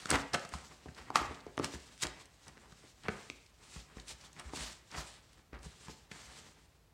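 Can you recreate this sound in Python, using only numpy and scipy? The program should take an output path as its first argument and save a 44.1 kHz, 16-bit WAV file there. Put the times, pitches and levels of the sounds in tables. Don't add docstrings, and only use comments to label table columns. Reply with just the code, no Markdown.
import sys
import numpy as np
from scipy import signal
from scipy.fft import rfft, irfft
from scipy.io import wavfile
from scipy.ndimage import uniform_filter1d

SR = 44100
rng = np.random.default_rng(int(sys.argv[2]) if len(sys.argv) > 2 else 0)


def transcribe(signal):
    frames = np.atleast_2d(signal).T
    limited = np.clip(frames, -1, 1)
    pcm = np.round(limited * 32767).astype(np.int16)
    wavfile.write(sys.argv[1], SR, pcm)


N = 305680

# centre in Hz, nominal width in Hz, strength in dB.
PAPER = [(3015, 3860, 2.5), (5390, 3930, 3.5), (7920, 1990, 4)]
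BOARD = [(663, 1080, -2.5), (1180, 710, 2), (1860, 1030, -1)]
PANEL = [(127.6, 90, 8.5), (230, 44, 5.5), (350, 209, 1)]


def undb(db):
    return 10 ** (np.asarray(db) / 20)


def level(x, db, size=None):
    return x * undb(db) / np.sqrt(np.mean(x[:size] ** 2))


def add(track, s, sound):
    i = max(int(s * SR), 0)
    track[i:i + len(sound)] += sound[:N - i]


def ring(x, hz, width_hz):
    b, a = signal.iirpeak(hz, hz / width_hz, fs=SR)
    return signal.lfilter(b, a, x)


def steep(x, hz, width_hz):
    return ring(ring(x, hz, width_hz), hz, 2 * width_hz)


def body(x, modes):
    return sum((-1) ** k * undb(db) * steep(x, hz, width_hz) for k, (hz, width_hz, db) in enumerate(modes))


def slips(size, share, scatter_db):
    clicks = rng.standard_normal(size) * (rng.random(size) < share)
    return clicks * undb(scatter_db * rng.exponential(size=size))


def break_up(ms):
    t = np.arange(4096) / SR
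    bunches = np.repeat(undb(4.0 * rng.standard_normal(64)), 64)
    fade = np.exp(-t * 1000 / np.clip(ms, .2, 40))
    run = slips(len(t), share=0.28, scatter_db=6.0) * bunches * fade
    run[0] = 0.91 * np.abs(run).max()
    return run


def walk(rate):
    k = int(SR / rate)
    return uniform_filter1d(np.repeat(rng.standard_normal(N // k + 1), k), k)[:N]


def hum():
    # pitch in Hz, relative strength in dB per Hz.
    hum_curve = [(18, -37), (30, -11), (59, 0), (77, -7), (177, -14), (219, -23.5), (277, -18.5),
                 (299, -18.5), (15500, -42.5)]
    hz, db = np.transpose(hum_curve)
    f = np.fft.rfftfreq(N, 1 / SR) + 1
    shape = undb(np.interp(np.log(f), np.log(hz), db))
    return level(irfft(rfft(rng.standard_normal(N)) * shape, N), -65)


def room(x):
    # pitch in Hz, time to fall 60 dB in seconds, strength in dB.
    echo_bands = [(125, 0.22, 3), (250, 0.47, -0.5), (700, 0.49, 5), (1200, 0.36, -0.5), (2120, 0.64, -1.5),
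                  (5110, 0.35, -4), (12150, 0.18, -1.5)]
    echo_db = -12.5
    t = np.arange(int(.6 * SR)) / SR
    hz, t60, db = np.transpose(echo_bands)
    tail = 0
    for f in 60 * 2. ** np.arange(0, 8.5, .5):
        ring_s, band_db = (np.interp(np.log(f), np.log(hz), column) for column in (t60, db))
        band = undb(band_db) * steep(rng.standard_normal(len(t)), f, 0.67 * f)
        tail = tail + band * np.exp(-np.log(1000) * t / ring_s)
    tail = tail * np.clip((t - .003) / 0.0051, 0, 1)
    return signal.fftconvolve(x, undb(echo_db) * tail / np.sqrt(np.sum(tail ** 2)))[:N]


def bumps():
    # start in seconds, level in dB before the swell and decay.
    pushes = [(0.127, -36), (0.53, -38.5), (0.861, -47), (1, -55), (1.2, -38.5), (1.278, -44), (1.741, -41),
              (2.047, -43), (3.076, -57), (3.761, -40.5), (3.963, -42), (4.121, -48), (4.453, -39.5),
              (4.603, -40), (4.97, -38.5), (5.527, -39.5), (5.585, -46), (5.646, -41.5), (5.878, -48.5),
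              (6.27, -52)]
    table_hz, scatter = 62.3, 0.088
    out, t = np.zeros(N), np.arange(SR // 2) / SR
    swell = 1 - np.exp(-t / 0.0035)
    swing = swell * np.exp(-np.log(1000) * t / 0.21)
    for (s, db), bend in zip(pushes, rng.standard_normal(len(pushes))):
        hz = table_hz * (1 + scatter * bend)
        add(out, s, undb(db) * swing * np.sin(2 * np.pi * hz * t))
    return out


def pressure():
    # start of full pressure in seconds, rise in seconds,
    # hold in seconds, release in seconds, paper hiss in dB, board rustle in dB.
    strokes = [(0.0, .02, 0.036, 0.093, -51, -52), (0.07, 0.015, .003, .02, -48, -53),
               (0.106, 0.029, 0.047, 0.062, -41.5, -34.5), (0.198, .03, .003, 0.22, -53.5, -51.5),
               (0.342, 0.015, 0.0038, .025, -39, -33.5), (0.375, 0.021, 0.099, 0.09, -62.5, -62),
               (0.529, 0.028, 0.011, 0.18, -55.5, -49), (0.646, 0.28, .003, 0.45, -60, -61),
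               (0.858, 0.21, 0.042, .05, -89, -64.5), (0.977, 0.054, .003, 0.17, -56.5, -52.5),
               (1.162, 0.022, .003, 0.096, -40, -31), (1.256, 0.16, .003, 0.33, -59.5, -52),
               (1.649, 0.049, 0.0025, 0.029, -42.5, -44.5), (1.742, 0.17, .003, 0.068, -52, -56.5),
               (1.8, .05, 0.022, 0.45, -59.5, -67.5), (2.034, 0.036, 0.0023, 0.012, -34.5, -45),
               (2.041, .02, .003, 0.1, -56, -44.5), (2.213, .2, .003, 0.055, -58, -64),
               (2.488, 0.36, .003, .04, -65, -68), (2.606, 0.16, 0.042, .15, -74.5, -66),
               (2.904, 0.6, .003, 0.11, -63, -65.5), (3.062, 0.086, 0.0026, 0.063, -61, -55.5),
               (3.103, 0.06, 0.015, 0.21, -57.5, -52), (3.197, 0.25, 0.044, 0.32, -57, -64),
               (3.633, 0.075, 0.037, 0.14, -60, -70), (3.724, 0.082, 0.075, 0.11, -56, -59.5),
               (3.975, 0.18, .003, 0.17, -62.5, -58), (4.092, 0.037, 0.019, 0.051, -46, -55.5),
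               (4.253, 0.24, .003, .09, -58, -60), (4.401, 0.067, .003, .04, -56, -50),
               (4.45, 0.13, 0.05, .05, -62, -61.5), (4.561, 0.062, 0.08, 0.16, -44.5, -49),
               (4.91, .03, .04, .05, -61, -51.5), (4.983, 0.097, .003, 0.23, -46.5, -48),
               (5.336, 0.026, 0.057, 0.055, -71, -70.5), (5.53, .01, 0.016, 0.18, -83, -57.5),
               (5.647, 0.054, .003, .15, -56.5, -59.5), (5.72, 0.076, 0.16, 0.15, -62.5, -70),
               (5.913, 0.19, .003, 0.063, -54, -58), (5.966, .05, .03, .25, -67.5, -71),
               (6.117, 0.027, 0.28, 0.39, -57.5, -61)]
    swing_db = 24
    grip_hiss_db, grip_rustle_db, grip_ends_s = -72.5, -77, 5.4
    t = np.arange(0, N + 64, 64) / SR
    grip = undb(-swing_db * np.clip((t - grip_ends_s) / 0.26, 0, 1))
    power = np.outer(undb([grip_hiss_db, grip_rustle_db]), grip) ** 2
    for s, rise, hold, release, hiss_db, rustle_db in strokes:
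        down = np.maximum(s - t, 0) / rise + np.maximum(t - s - hold, 0) / release
        power = power + np.outer(undb([hiss_db, rustle_db]), undb(-swing_db * down)) ** 2
    return [np.interp(np.arange(N) / SR, t, 10 * np.log10(p)) for p in power]


def slide():
    hiss_db, rustle_db = pressure()
    soft_db = -60
    sheen_db = soft_db - 16 + 1.075 * (hiss_db - soft_db)
    flex_db = soft_db - 2.5 + 0.77 * (rustle_db - soft_db)
    fine = slips(N, share=.4, scatter_db=1.0) * undb(2.0 * walk(45))
    coarse = slips(N, share=.06, scatter_db=1.5) * undb(4.0 * walk(30))
    hiss = 0
    for k, (hz, width_hz, db) in enumerate(PAPER):
        hiss = hiss + (-1) ** k * undb(db + 1.08 * walk(22)) * steep(fine, hz, width_hz)
    treble = signal.sosfilt(signal.butter(4, 9500, "high", fs=SR, output="sos"), fine)
    paper = level(hiss, hiss_db) + level(ring(treble, 9060, 2900), sheen_db)
    return paper + level(body(coarse, BOARD), rustle_db) + level(body(coarse, PANEL), flex_db)


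def crackles():
    # start in seconds, peak level in dB, colour in Hz,
    # fading time of the slips in ms.
    snaps = [(0.093, -31, 5220, 0.81), (0.104, -14.5, 8200, 1.15), (0.214, -39, 4640, 3.0),
             (0.334, -26, 4500, 4.1), (0.395, -36.5, 5030, 1.3), (0.41, -47, 6210, 3.0),
             (0.491, -39, 6440, 1.5), (0.768, -55, 3470, 2.1), (0.948, -45, 4000, 3.0),
             (1.345, -37.5, 3280, 4.1), (1.405, -43.5, 3880, 3.3), (1.572, -45, 5700, 1.5),
             (1.591, -34.5, 5330, 0.7), (1.645, -21, 5740, 0.23), (1.654, -40, 4780, 0.62),
             (1.66, -48, 3930, 2.3), (1.978, -42.5, 5170, 0.46), (2.016, -45, 5700, 5),
             (2.023, -23.5, 7100, 5.5), (2.028, -20.5, 6600, 1.9), (2.069, -28, 3900, 0.39),
             (2.256, -45, 5860, 2.0), (2.462, -48.5, 3600, 1.6), (2.481, -39.5, 5200, 1.3),
             (3.035, -44.5, 3370, 3.9), (3.462, -51, 4700, 3.4), (3.999, -38, 3230, 1.6),
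             (4.082, -36, 6600, 3.4), (4.211, -43.5, 4840, 3.9), (4.33, -45, 6560, 1.5),
             (4.39, -45, 3510, 1.1), (4.397, -34, 5640, 1.6), (4.915, -38.5, 4100, 2.6),
             (5.331, -53, 5900, 2.5), (5.547, -52, 3070, 1.9), (5.589, -53, 4700, 2.5),
             (5.631, -44.5, 6140, 3.4)]
    out = np.zeros(N)
    for s, db, hz, ms in snaps:
        run = break_up(ms)
        crack = 0.37 * body(run, PAPER) + steep(run, hz, 0.35 * hz) + 0.043 * steep(run, 12000, 8000)
        add(out, s, undb(db) * crack / np.abs(crack).max())
    return out


def knocks():
    # start in seconds, crack peak in dB, board rms in dB,
    # board pitch in Hz, thud rms in dB, thud pitch in Hz, fading time of the slips in ms.
    pops = [(0.057, -26, -43, 1350, -47, 215, 3.9), (0.113, -18.5, -32.5, 1280, -37, 310, 1.4),
            (0.125, -33, -59, 1630, -35, 230, 5.9), (0.137, -41, -39, 900, -39.5, 282, 6.3),
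            (0.155, -23, -34, 1750, -41.5, 335, 1.4), (0.17, -43, -44, 1160, -43, 312, 4.7),
            (0.344, -24.5, -48, 1400, -45, 332, 2.4), (0.45, -36.5, -51, 1200, -52, 170, 3.4),
            (0.521, -56, -56, 1400, -63, 350, 7.1), (0.538, -37, -42.5, 920, -62, 215, 2.4),
            (0.551, -53, -57, 1070, -47, 185, 3.3), (0.859, -67, -56, 700, -48.5, 250, 6.1),
            (0.885, -53, -57.5, 1630, -49.5, 139, 4.8), (0.985, -48, -55, 1000, -64, 414, 6.3),
            (1.103, -44, -40.5, 845, -47, 278, 1.7), (1.157, -15, -24, 1055, -51, 200, 1.2),
            (1.215, -37, -43, 990, -41.5, 335, 5.8), (1.31, -55, -62, 824, -46, 298, 5.9),
            (1.466, -49, -58, 670, -45.5, 382, 2.1), (1.578, -49, -38, 690, -40, 247, 1.6),
            (1.597, -51, -40, 880, -32, 300, 1.7), (1.738, -39, -52.5, 1740, -47, 308, 5.4),
            (1.755, -55, -56, 970, -49, 202, 3.9), (2.033, -21.5, -44.5, 1750, -46.5, 228, 2.2),
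            (2.046, -46, -64, 1650, -44, 320, 2.6), (2.572, -51, -60.5, 1730, -60, 222, 7.3),
            (2.722, -46, -63, 1390, -59, 170, 5.2), (2.84, -65, -80, 1720, -59, 234, 4.4),
            (3.084, -50, -37, 1560, -41, 484, 3), (3.088, -57, -41, 1580, -34.5, 202.5, 4.4),
            (3.3, -30, -46, 2260, -50.5, 273, 1.1), (3.76, -59, -59, 1160, -49, 146, 7.3),
            (3.97, -47, -62, 990, -49, 212, 6.3), (4.365, -49, -60, 2050, -61, 181, 7),
            (4.535, -55, -48.5, 820, -44, 250, 7.3), (4.979, -35, -46.5, 1140, -49, 150, 5.6),
            (5.531, -58, -57.5, 1500, -51, 250, 1.5), (5.661, -54, -65, 850, -48, 150, 5),
            (5.883, -50, -54, 990, -50.5, 176, 0.98), (5.896, -56, -59.5, 830, -52, 350, 2.7),
            (6.115, -36, -51, 2040, -51.5, 209, 6.3)]
    heard = int(.016 * SR)
    out = np.zeros(N)
    for s, crack_db, board_db, board_hz, thud_db, thud_hz, ms in pops:
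        run = break_up(ms)
        crack = body(run, PAPER)
        patch = [(board_hz, 0.35 * board_hz, 0), (1.72 * board_hz, 0.17 * board_hz, -13.5)]
        board = body(run, patch) + 0.16 * body(run, BOARD)
        push = run * np.where(np.arange(len(run)) == 0, 1, .12)
        thud = steep(push, thud_hz, 0.5 * thud_hz) + 0.28 * body(push, PANEL)
        add(out, s, undb(crack_db) * crack / np.abs(crack).max())
        add(out, s, level(board, board_db, heard) + level(thud, thud_db, heard))
    return out


def scene():
    near = knocks() + crackles() + bumps() + slide()
    return (near + room(near) + hum())[None]


def record(dry):
    bass_cut = signal.sosfilt(signal.butter(3, 48, "high", fs=SR, output="sos"), dry)
    return signal.sosfilt(signal.ellip(10, .2, 70, 15900, fs=SR, output="sos"), bass_cut)


dry = scene()
out = record(dry)
transcribe(out)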